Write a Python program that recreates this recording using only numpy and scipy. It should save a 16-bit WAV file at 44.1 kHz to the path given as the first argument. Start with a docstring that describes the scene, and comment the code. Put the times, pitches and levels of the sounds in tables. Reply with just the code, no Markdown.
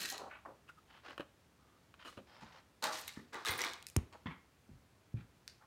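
"""In a small, fairly live room with a wooden floor, someone puts together a carpeted cat tower.
Its padded parts thump and rub, hard parts knock, and a tight joint creaks and squeaks as it sticks and slips.
A paper sheet is picked up, waved and dropped, and a plastic bag of screws is grabbed: both bend and crackle,
and the screws jingle. A few dry clicks and bumps come from right beside the microphone, over a quiet hush."""
import sys
import numpy as np
from scipy import signal
from scipy.fft import rfft, irfft, next_fast_len
from scipy.io import wavfile

SR = 44100
rng = np.random.default_rng(int(sys.argv[2]) if len(sys.argv) > 2 else 0)


def log_audio(samples):
    """Write samples as a 16-bit WAV file to the path given in sys.argv[1]."""
    # one column per channel
    frames = np.atleast_2d(samples).T
    # limit to full scale, then quantise
    limited = np.clip(frames, -1, 1)
    pcm = np.round(limited * 32767).astype(np.int16)
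    wavfile.write(sys.argv[1], SR, pcm)


N = 249602
T = np.arange(N) / SR

# bumps of padded parts: (time [s], level [dB], pitch [Hz], room echo [dB])
THUMPS = [(1.197, -29, 308, -36), (2.175, -37.5, 202, -4.5), (2.422, -49.5, 155, 6),
          (3.173, -33.5, 195, -6.5), (3.193, -42.5, 224, 2), (3.353, -38.5, 294, -22),
          (3.492, -39.5, 91, 2), (3.964, -19, 214, -11.5), (3.9696, -20, 77.6, -12.5),
          (4.258, -31.5, 159, 1.5), (4.267, -47, 266, 3), (4.692, -46, 170, 0.5), (4.713, -43, 88, 0),
          (5.141, -27.5, 108, -4.5), (5.169, -41.5, 117, -4), (5.198, -42.5, 112, -10)]
# the tones in one bump: (multiple of the pitch [ratio], level [dB])
THUMP_TONES = [(.62, -7), (1.001, 0.5), (1.35, -6.5), (2.4, -30)]


def thumps(attack_s=0.0018, stiffening=0.15, relax_s=0.009, swings_to_fade=6.15, mic_low_hz=54):
    """Carpet softens a blow to a few low tones. Squeezed padding is stiffer: they start high and sag."""
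    out, t = np.zeros(N), T[:SR // 2]
    sagging_time = t + stiffening * relax_s * (1 - np.exp(-t / relax_s))
    for s, db, hz, wet_db in THUMPS:
        swing = sum(amp(level) * np.sin(2 * np.pi * hz * ratio * sagging_time)
                    for ratio, level in THUMP_TONES)
        fade = amp(db - 60 * t * hz / swings_to_fade)  # low bumps last longer
        attack = 1 - np.exp(-t / attack_s)
        add(out, s, in_room(-swing * attack * fade, wet_db))
    mic_bass_cut = signal.butter(4, mic_low_hz, "high", fs=SR, output="sos")
    return signal.sosfilt(mic_bass_cut, out)


# hard parts meeting: (time [s], hit level [dB], room echo [dB], extra ring [dB])
KNOCKS = [(4.258, -42, -2, 6), (4.269, -34.5, -7.5, -4.5)]
# a board's tones at the hit, and those that ring on: (pitch [Hz], width [Hz], level [dB])
BOARD_HIT = [(410, 440, -5), (1040, 430, 16), (1860, 370, 11), (1930, 140, -8), (2700, 500, 3),
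             (3340, 230, 11)]
BOARD_RING = [(1110, 67, 5.5), (1570, 110, -12), (1790, 320, 1.5), (2150, 31, 11.5)]


def knocks(muffle_hz=4300, ring_db=-5, ring_rise_s=0.0043, ring_t60=0.08):
    """A hard hit shakes a board. Its covering swallows the highs, and a free board rings on."""
    out, t = np.zeros(N), T[:SR // 4]
    covering = signal.butter(3, muffle_hz, fs=SR, output="sos")
    ring_shape = gesture(t, ring_rise_s, 0, 60 / ring_t60)
    for s, db, wet_db, extra_db in KNOCKS:
        push = contact(t60=0.019, scrape=0.37, size=len(t))
        hit = signal.sosfilt(covering, filtered(push, resonances(BOARD_HIT)))
        ring = filtered(rng.standard_normal(len(t)), resonances(BOARD_RING))
        ring = unit(signal.sosfilt(covering, ring))
        knock = hit / np.abs(hit).max() + amp(ring_db + extra_db) * ring * ring_shape
        add(out, s, in_room(amp(db) * knock, wet_db))
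    return out


# strokes over carpet, cloth and paper:
# (time [s], length [s], level [dB], low edge [Hz], high edge [Hz], ringing pitch [Hz])
RUBS = [(0.107, 0.05, -51, 258, 1260, 780), (0.184, 0.035, -50, 202, 1370, 503),
        (0.209, 0.063, -50.5, 206, 1250, 750), (0.291, 0.077, -54.5, 864, 2800, 2510),
        (0.451, 0.0029, -47.5, 660, 1500, 940), (0.456, 0.048, -54, 225, 1050, 505),
        (0.87, 0.12, -63.5, 674.6, 4600, 3100), (1.03, 0.095, -55, 296, 5450, 1540),
        (1.546, 0.23, -76.5, 1170, 1350, 1230), (1.987, 0.039, -59.5, 920, 4800, 3120),
        (2.259, 0.13, -61.5, 457, 4980, 5100), (2.405, 0.03, -55, 556, 6800, 940),
        (2.426, 0.16, -61.5, 595, 5930, 920), (3.151, 0.046, -60.5, 1080, 2180, 1880),
        (4.116, 0.034, -56.5, 290, 1520, 1120), (4.285, 0.04, -55, 850, 3000, 2050),
        (5.155, 0.059, -66, 970, 4200, 2390), (5.605, 0.038, -65, 700, 1600, 890)]
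# tones that all strokes share: (pitch [Hz], half width [Hz], strength [dB])
RUB_TONES = [(1110, 720, -2.5), (2800, 14, -38)]


def rubs(catch_db=-9, leak_db=-25, dull_hz=1800, ring_db=5, ring_width_share=0.048, rise_share=0.31):
    """Tiny fibres catch and slip, hissing with the rubbed part's tones. It fades once the hand stops."""
    out, t = np.zeros(N), T[:SR // 2]
    catches = crinkles(per_s=500, spread_db=-1.5)
    for s, length, db, low_hz, high_hz, ring_hz in RUBS:
        band = lambda f: (f / low_hz) ** 3 / np.sqrt((1 + (f / low_hz) ** 6) * (1 + (f / high_hz) ** 10))
        boost = emphasis(RUB_TONES + [(ring_hz, ring_width_share * ring_hz, ring_db)])
        colour = lambda f: (band(f) * boost(f) + amp(leak_db)) / np.sqrt(1 + (f / dull_hz) ** 2)
        slips = grains(len(t), per_s=306.6, spread_db=4)
        slips += amp(catch_db) * np.roll(catches, rng.integers(N))[:len(t)]
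        stroke = amp(db) * gesture(t, rise_share * length, length, fade_db_per_s=465)
        add(out, s, in_room(stroke * unit(filtered(slips, colour)), wet_db=-10, bounce=FLOOR_BOUNCE))
    return out


# creaks of a tight joint: (time [s], length [s], level [dB], level of the low tones [dB])
CREAKS = [(0.679, 0.015, -63.5, -28), (1.048, 0.0021, -55, -10), (1.061, 0.004, -52, 2),
          (1.084, 0.0037, -50, 4), (1.098, 0.012, -51, -5), (1.179, 0.0014, -37, -3.5),
          (1.195, 0.032, -53, 4), (1.197, 0.0026, -41, 5), (1.207, 0.00098, -36, 1),
          (1.941, 0.0022, -52.5, -18), (2.05, 0.033, -53.5, -2), (2.126, 0.0019, -53.5, 2),
          (2.172, 0.01, -51.5, 0), (2.186, 0.013, -52, 9)]
# the joint's high and low tones: (pitch [Hz], width [Hz], level [dB])
JOINT_HIGH = [(1200, 374, 1.5), (1770, 330, -3), (2430, 320, -4.5), (3040, 320, -3.5), (4000, 320, -11)]
JOINT_LOW = [(295, 50, 5), (562, 85, 4.5)]


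def creaks(slips_per_s=400, scrape=0.056, fade_db_per_s=2500):
    """A tight joint sticks and slips unevenly: a tick when short, a rasp when long."""
    out, t = np.zeros(N), T[:SR // 4]
    for s, length, db, low_db in CREAKS:
        slips = (rng.random(len(t)) < slips_per_s / SR) * rng.uniform(0.56, 1, len(t))
        slips += scrape * rng.standard_normal(len(t))
        slips[0] = 1
        push = slips * amp(-fade_db_per_s * np.maximum(t - length, 0))
        rasp = filtered(push, lambda f: resonances(JOINT_HIGH)(f) + amp(low_db) * resonances(JOINT_LOW)(f))
        rasp *= np.sqrt(length * SR) / np.linalg.norm(rasp)  # longer creaks carry more energy
        add(out, s, in_room(amp(db) * rasp, wet_db=-16))
    return out


# squeals of the joint: (time [s], length [s], level [dB], pitch [Hz])
SQUEAKS = [(0.681, 0.01, -57.5, 2750), (0.685, 0.015, -51.5, 1420), (0.77, 0.019, -61, 1260),
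           (2.044, 0.043, -59, 2900), (2.071, 0.025, -54, 1250)]


def squeaks():
    """Now and then the slipping locks onto one tone of the joint and squeals briefly."""
    out, t = np.zeros(N), T[:SR // 8]
    for s, length, db, hz in SQUEAKS:
        squeal = unit(wavering(hz, width_hz=130, count=len(t)))
        swell = gesture(t, rise_s=0.013, length_s=length, fade_db_per_s=1500)
        add(out, s, in_room(amp(db) * squeal * swell, wet_db=-14))
    return out


def rustle(moves, colour, tones, bend_fade_db_per_s, crackle_fade_db_per_s, crinkle_db, wet_db):
    """Paper or plastic bends as a whole (lows), slides and crinkles (highs); the given tones stand out."""
    rise_s, split_hz = 0.014, 1500
    bend_level = np.max([amp(db) * gesture(T - s, rise_s, rise_s + hold, bend_fade_db_per_s)
                         for s, hold, db, _ in moves], axis=0)
    crackle_level = np.max([amp(db) * gesture(T - s, rise_s, rise_s + hold, crackle_fade_db_per_s)
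                            for s, hold, _, db in moves], axis=0)
    low_share = lambda hz: 1 / (1 + (hz / split_hz) ** 8)
    gain = lambda hz: amp(along(colour, hz)) * emphasis(tones)(hz)
    bend = grains(N, per_s=270, spread_db=0.54)
    bend = unit(filtered(bend, lambda hz: gain(hz) * np.sqrt(low_share(hz))))
    crackle = grains(N, per_s=500, spread_db=3) + amp(crinkle_db) * crinkles(per_s=380, spread_db=1)
    crackle = unit(filtered(crackle, lambda hz: gain(hz) * np.sqrt(1 - low_share(hz))))
    return in_room(bend * bend_level + crackle * crackle_level, wet_db, FLOOR_BOUNCE)[:N]


# moves of the paper sheet: (time [s], hold [s], bending level [dB], crackle level [dB])
LIFT = [(-0.008, 0.043, -55.5, -44.5), (0.078, 0.014, -70, -46)]
WAVE = [(2.043, 0.019, -63.5, -63)]
DROP = [(2.822, 0.019, -37, -44.5), (2.913, 0.028, -55, -44.5), (3.076, 0.0072, -80, -55)]
# each move's mix of lows and highs: (frequency [Hz], relative level [dB])
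LIFT_COLOUR = [(88, -28), (180, 2), (500, -4), (1040, -9), (1600, -2), (2100, -13), (2600, -4),
               (3400, -7.5), (4900, -10), (6390, -9.5), (16000, -33)]
WAVE_COLOUR = [(150, -6), (300, 8), (600, -27), (1300, -4), (3000, 10.5), (5000, 7), (10000, -0.5),
               (16000, -12)]
DROP_COLOUR = [(88, -47), (150, -28), (280, -13.5), (400, -16), (700, -9), (1360, -9.5), (2310, -9.5),
               (4200, -5), (8900, -15.5), (10400, -22), (12900, -20), (16000, -33)]
# tones that stand out as the sheet is lifted and dropped: (pitch [Hz], half width [Hz], strength [dB])
LIFT_RING = [(1900, 46, 6.5), (4150, 150, 7)]
DROP_RING = [(817, 29, -0.54), (1144, 42, 2), (1800, 150, -1)]


def paper_sheet():
    """The sheet rustles as it is picked up, waved and dropped."""
    lift = rustle(LIFT, LIFT_COLOUR, LIFT_RING,
                  bend_fade_db_per_s=197, crackle_fade_db_per_s=159, crinkle_db=-4, wet_db=-9)
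    wave = rustle(WAVE, WAVE_COLOUR, [],
                  bend_fade_db_per_s=300, crackle_fade_db_per_s=175, crinkle_db=-18, wet_db=-3.5)
    drop = rustle(DROP, DROP_COLOUR, DROP_RING,
                  bend_fade_db_per_s=125, crackle_fade_db_per_s=138, crinkle_db=-4, wet_db=-10)
    return lift + wave + drop


# the paper's edge brushing the floor: (middle time [s], half length [s], level [dB])
SKIMS = [(0.025, 0.022, -49.5), (0.1, 0.025, -53), (3, 0.016, -51), (3.081, 0.0038, -43.5)]
# its mix of lows and highs: (frequency [Hz], relative level [dB])
SKIM_COLOUR = [(3000, -17.5), (8000, 1.5), (11000, -1.5), (13500, 5), (16000, -15)]


def paper_edge():
    """The sheet's edge skims over the floorboards with a thin, high hiss."""
    swell = sum(amp(db) * np.exp(-((T - s) / half_length) ** 2) for s, half_length, db in SKIMS)
    friction = grains(N, per_s=390, spread_db=4.4)
    return swell * unit(filtered(friction, lambda hz: amp(along(SKIM_COLOUR, hz))))


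# squeezes of the bag: (time [s], hold [s], bending level [dB], crackle level [dB])
SQUEEZES = [(3.322, 0.028, -47, -55), (3.462, 0.03, -42, -42.5), (3.576, 0.073, -46, -46)]
# their mix of lows and highs: (frequency [Hz], relative level [dB])
BAG_COLOUR = [(88, -39), (150, -44), (209, -4), (504, -1), (612, -12), (702, -2), (1140, -1), (2400, 3.5),
              (2810, -1), (3620, 4), (9440, -15), (10600, -21), (16000, -23)]
# tones that stand out in the bag's rustle: (pitch [Hz], half width [Hz], strength [dB])
BAG_RING = [(674, 26, 1.4), (1170, 35, 1.6), (1638, 15, 1.8), (2190, 20, 0.7)]


def plastic_bag():
    """The thin plastic crinkles as a hand grabs it."""
    return rustle(SQUEEZES, BAG_COLOUR, BAG_RING,
                  bend_fade_db_per_s=154, crackle_fade_db_per_s=137, crinkle_db=1, wet_db=-7.5)


# creases in paper and plastic popping over: (time [s], peak level [dB], pitch [Hz])
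SNAPS = [(0.006, -29.5, 3900), (0.052, -31, 1900), (0.057, -26.5, 4000), (0.101, -28, 6300),
         (0.125, -29.5, 6400), (0.18, -33, 4060), (2.826, -28, 4130), (2.84, -20, 4070), (2.844, -28, 900),
         (2.851, -30, 1150), (2.927, -35, 5900), (3.0795, -31.5, 3900), (3.092, -38, 2340),
         (3.332, -42, 1100), (3.344, -37.5, 1980), (3.367, -56, 1400), (3.45, -28.5, 1230),
         (3.458, -27, 3750), (3.466, -24.5, 1640), (3.475, -27, 2110), (3.486, -23, 4100),
         (3.493, -27.5, 2030), (3.592, -26, 2020), (3.607, -28.5, 2010), (3.6172, -23.5, 5700),
         (3.639, -25.5, 2240), (3.648, -27, 1156)]
# their mix of lows and highs: (frequency [Hz], relative level [dB])
SNAP_COLOUR = [(300, -45), (900, 19.5), (2000, 19), (4200, 12), (8000, 8.5), (16000, -5)]


def crease_snaps(ring_db=11, ring_width_share=0.053, low_cut_share=0.71):
    """A crease gives way with a crack. The flat patch beside it rings, with little below its pitch."""
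    out = np.zeros(N)
    for s, db, hz in SNAPS:
        low_cut = signal.butter(2, low_cut_share * hz, "high", fs=SR, output="sos")
        crack = signal.fftconvolve(contact(t60=0.02, scrape=0.13), coloured_pulse(SNAP_COLOUR))
        crack = signal.sosfilt(low_cut, crack)
        crack += filtered(crack, resonances([(hz, ring_width_share * hz, ring_db)]))
        add(out, s, in_room(amp(db) * crack / np.abs(crack).max(), wet_db=-8))
    return out


# screws touching in the bag: (time [s], level [dB])
JINGLES = [(3.507, -43), (3.514, -52), (3.578, -48)]
# a screw's tones: (pitch [Hz], level [dB], time to fade by 60 dB [s])
SCREW_TONES = [(9350, 2, 0.075), (12960, -3, 0.04), (14000, -1, 0.079), (15440, -3, 0.045)]


def screws(smear_hz=110):
    """Small steel parts give a brief, very high, rough ring."""
    out, t = np.zeros(N), T[:SR // 4]
    for s, db in JINGLES:
        ring = sum(amp(level + rng.normal(0, 1.1) - 60 * t / t60) * wavering(hz, smear_hz, len(t))
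                   for hz, level, t60 in SCREW_TONES)
        add(out, s, in_room(amp(db) * ring, wet_db=-8))
    return out


# clicks near the microphone: (time [s], peak level [dB], low edge [Hz], high edge [Hz], room echo [dB])
CLICKS = [(0.0158, -30, 8000, 15000, -16), (0.113, -33, 8000, 15000, -18), (3.7353, -31, 2390, 6600, -26),
          (3.8263, -38.5, 2280, 6800, -28), (3.868, -26, 1840, 11200, -8), (3.9, -38, 2440, 11500, -29),
          (3.9636, -24, 490, 1870, -13), (3.9656, -16, 5150, 10800, -25.5), (4.127, -48.5, 1670, 4500, 2),
          (5.4784, -30, 1760, 4450, -7.5), (5.479, -44, 9100, 14900, -22)]


def clicks():
    """Tiny hard contacts tick with no bass. Most are so close that the room hardly answers."""
    out = np.zeros(N)
    for s, db, low_hz, high_hz, wet_db in CLICKS:
        low_cut = signal.butter(5, low_hz, "high", fs=SR, output="sos")
        high_cut = signal.butter(2, high_hz, fs=SR, output="sos")
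        tick = signal.sosfilt(np.vstack([low_cut, high_cut]), contact(t60=0.006, scrape=0.16))
        add(out, s, in_room(amp(db) * tick / np.abs(tick).max(), wet_db))
    return out


# how long the room rings: (frequency [Hz], time to fade by 60 dB [s])
ROOM_FADE = [(200, 0.25), (530, 0.41), (3700, 0.35), (12000, 0.28)]
FLOOR_BOUNCE = 0.22  # strength next to the direct sound


def in_room(x, wet_db, bounce=0, echoes=7):
    """Add a bounce off the floor, plus wall echoes and a fading wash whose level is set by wet_db."""
    hz, t, noise = signal.stft(rng.standard_normal(SR // 2), SR, nperseg=256)
    tail = signal.istft(noise * amp(-60 * t / along(ROOM_FADE, hz)[:, None]), SR, nperseg=256)[1]
    tail *= 1 - np.exp(-(T[:len(tail)] / 0.0019) ** 2)
    tail /= np.linalg.norm(tail)
    tail[(rng.uniform(.002, .025, echoes) * SR).astype(int)] += 0.22 * rng.standard_normal(echoes)
    response = amp(wet_db) * tail
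    response[0] += 1  # the direct sound
    # the longer path over the floor makes a distant sound slightly hollow
    response[int(rng.uniform(.002, .004) * SR)] += bounce
    return signal.fftconvolve(x, response / np.hypot(1, bounce))


# the quiet room's mix of lows and highs: (frequency [Hz], relative level [dB])
HUSH_COLOUR = [(25, -32), (64, 2), (260, -6.5), (516, -11.5), (1020, -15), (1520, -16.5), (6920, -26.5),
               (16000, -34)]


def room_hush(level_db=-68.5):
    """The steady, soft noise of the room."""
    return amp(level_db) * unit(filtered(rng.standard_normal(N), lambda hz: amp(along(HUSH_COLOUR, hz))))


def gesture(t, rise_s, length_s, fade_db_per_s):
    """Loudness of a movement: it rises, holds until its length is over, then fades."""
    return np.clip(t / rise_s, 0, 1) * amp(-fade_db_per_s * np.maximum(t - length_s, 0))


def grains(count, per_s, spread_db):
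    """Rubbing noise: many tiny slips, each of its own size."""
    slip_sizes = np.clip(rng.standard_normal(count + 2), -2, 2)
    sizes = np.interp(np.arange(count) * min(per_s / SR, 1), np.arange(count + 2), slip_sizes)
    return unit(rng.standard_normal(count) * amp(spread_db * sizes))


def crinkles(per_s, spread_db, octaves=6):
    """Tiny pops at random moments, each with its own mix of lows and highs."""
    moments = rng.random(N) < per_s / SR
    pops = moments * rng.standard_normal((octaves, N))
    pops *= amp(spread_db * np.clip(rng.standard_normal(N), -2, 1.5))
    octave = lambda k: lambda hz: np.clip(1 - np.abs(np.log2((hz + 1) / 500) - k), 0, 1)
    return unit(sum(filtered(pops[k], octave(k)) for k in range(octaves)))


def contact(t60, scrape, size=2048):
    """A sharp push, then a scrape that fades by 60 dB in t60 seconds."""
    burst = scrape * rng.standard_normal(size) * amp(-60 * T[:size] / t60)
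    burst[0] += 1
    return burst


def wavering(hz, width_hz, count):
    """An unsteady tone, its pitch smeared over this width."""
    wander = np.cumsum(rng.standard_normal(count)) * np.sqrt(2 * np.pi * width_hz / SR)
    return np.sin(2 * np.pi * hz * T[:count] + wander)


def coloured_pulse(colour, size=1024):
    """A short pulse with this mix of lows and highs, silent before it strikes (minimum phase)."""
    cepstrum = irfft(np.log(amp(along(colour, np.fft.rfftfreq(size, 1 / SR)))))
    cepstrum[1:size // 2] *= 2
    cepstrum[size // 2 + 1:] = 0
    return irfft(np.exp(rfft(cepstrum)))


def resonances(tones):
    """A filter that rings at these tones: (pitch [Hz], width [Hz], level [dB])."""
    return lambda f: sum((-1) ** k * amp(db) * 1j * f * width / (hz * hz - f * f + 1j * f * width)
                         for k, (hz, width, db) in enumerate(tones))


def emphasis(tones):
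    """A filter that passes everything and lifts these tones: (pitch [Hz], half width [Hz], strength [dB])."""
    return lambda f: 1 + sum(amp(db) / (1 + ((f - hz) / width) ** 2) for hz, width, db in tones)


def filtered(x, response):
    """Scale each frequency in x by response(frequency)."""
    size = next_fast_len(len(x) + 8192)
    return irfft(rfft(x, size) * response(np.fft.rfftfreq(size, 1 / SR)), size)[:len(x)]


def along(points, hz):
    """Read between (frequency [Hz], value) points on a log frequency scale."""
    freqs, values = np.transpose(points)
    return np.interp(np.log(hz + 1), np.log(freqs), values)


def amp(db):
    """Turn decibels into a multiplier."""
    return 10 ** (np.asarray(db) / 20)


def unit(x):
    """Scale to an average (rms) level of 1."""
    return x / np.sqrt(np.mean(x ** 2) + 1e-20)


def add(track, s, x):
    """Mix x into the track, starting at s seconds."""
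    start = max(0, round(s * SR))
    track[start:start + len(x)] += x[:max(0, N - start)]


def scene():
    """Everything heard at one microphone."""
    small_things = paper_sheet() + paper_edge() + plastic_bag() + crease_snaps() + screws() + clicks()
    tower = creaks() + squeaks() + knocks() + thumps() + rubs()
    return (tower + small_things + room_hush())[None]


def record(dry, top_hz=15900):
    """Cut away the very highest treble."""
    return np.array([filtered(x, lambda hz: 1 / np.sqrt(1 + (hz / top_hz) ** 200)) for x in dry])


dry = scene()
out = record(dry)
log_audio(out)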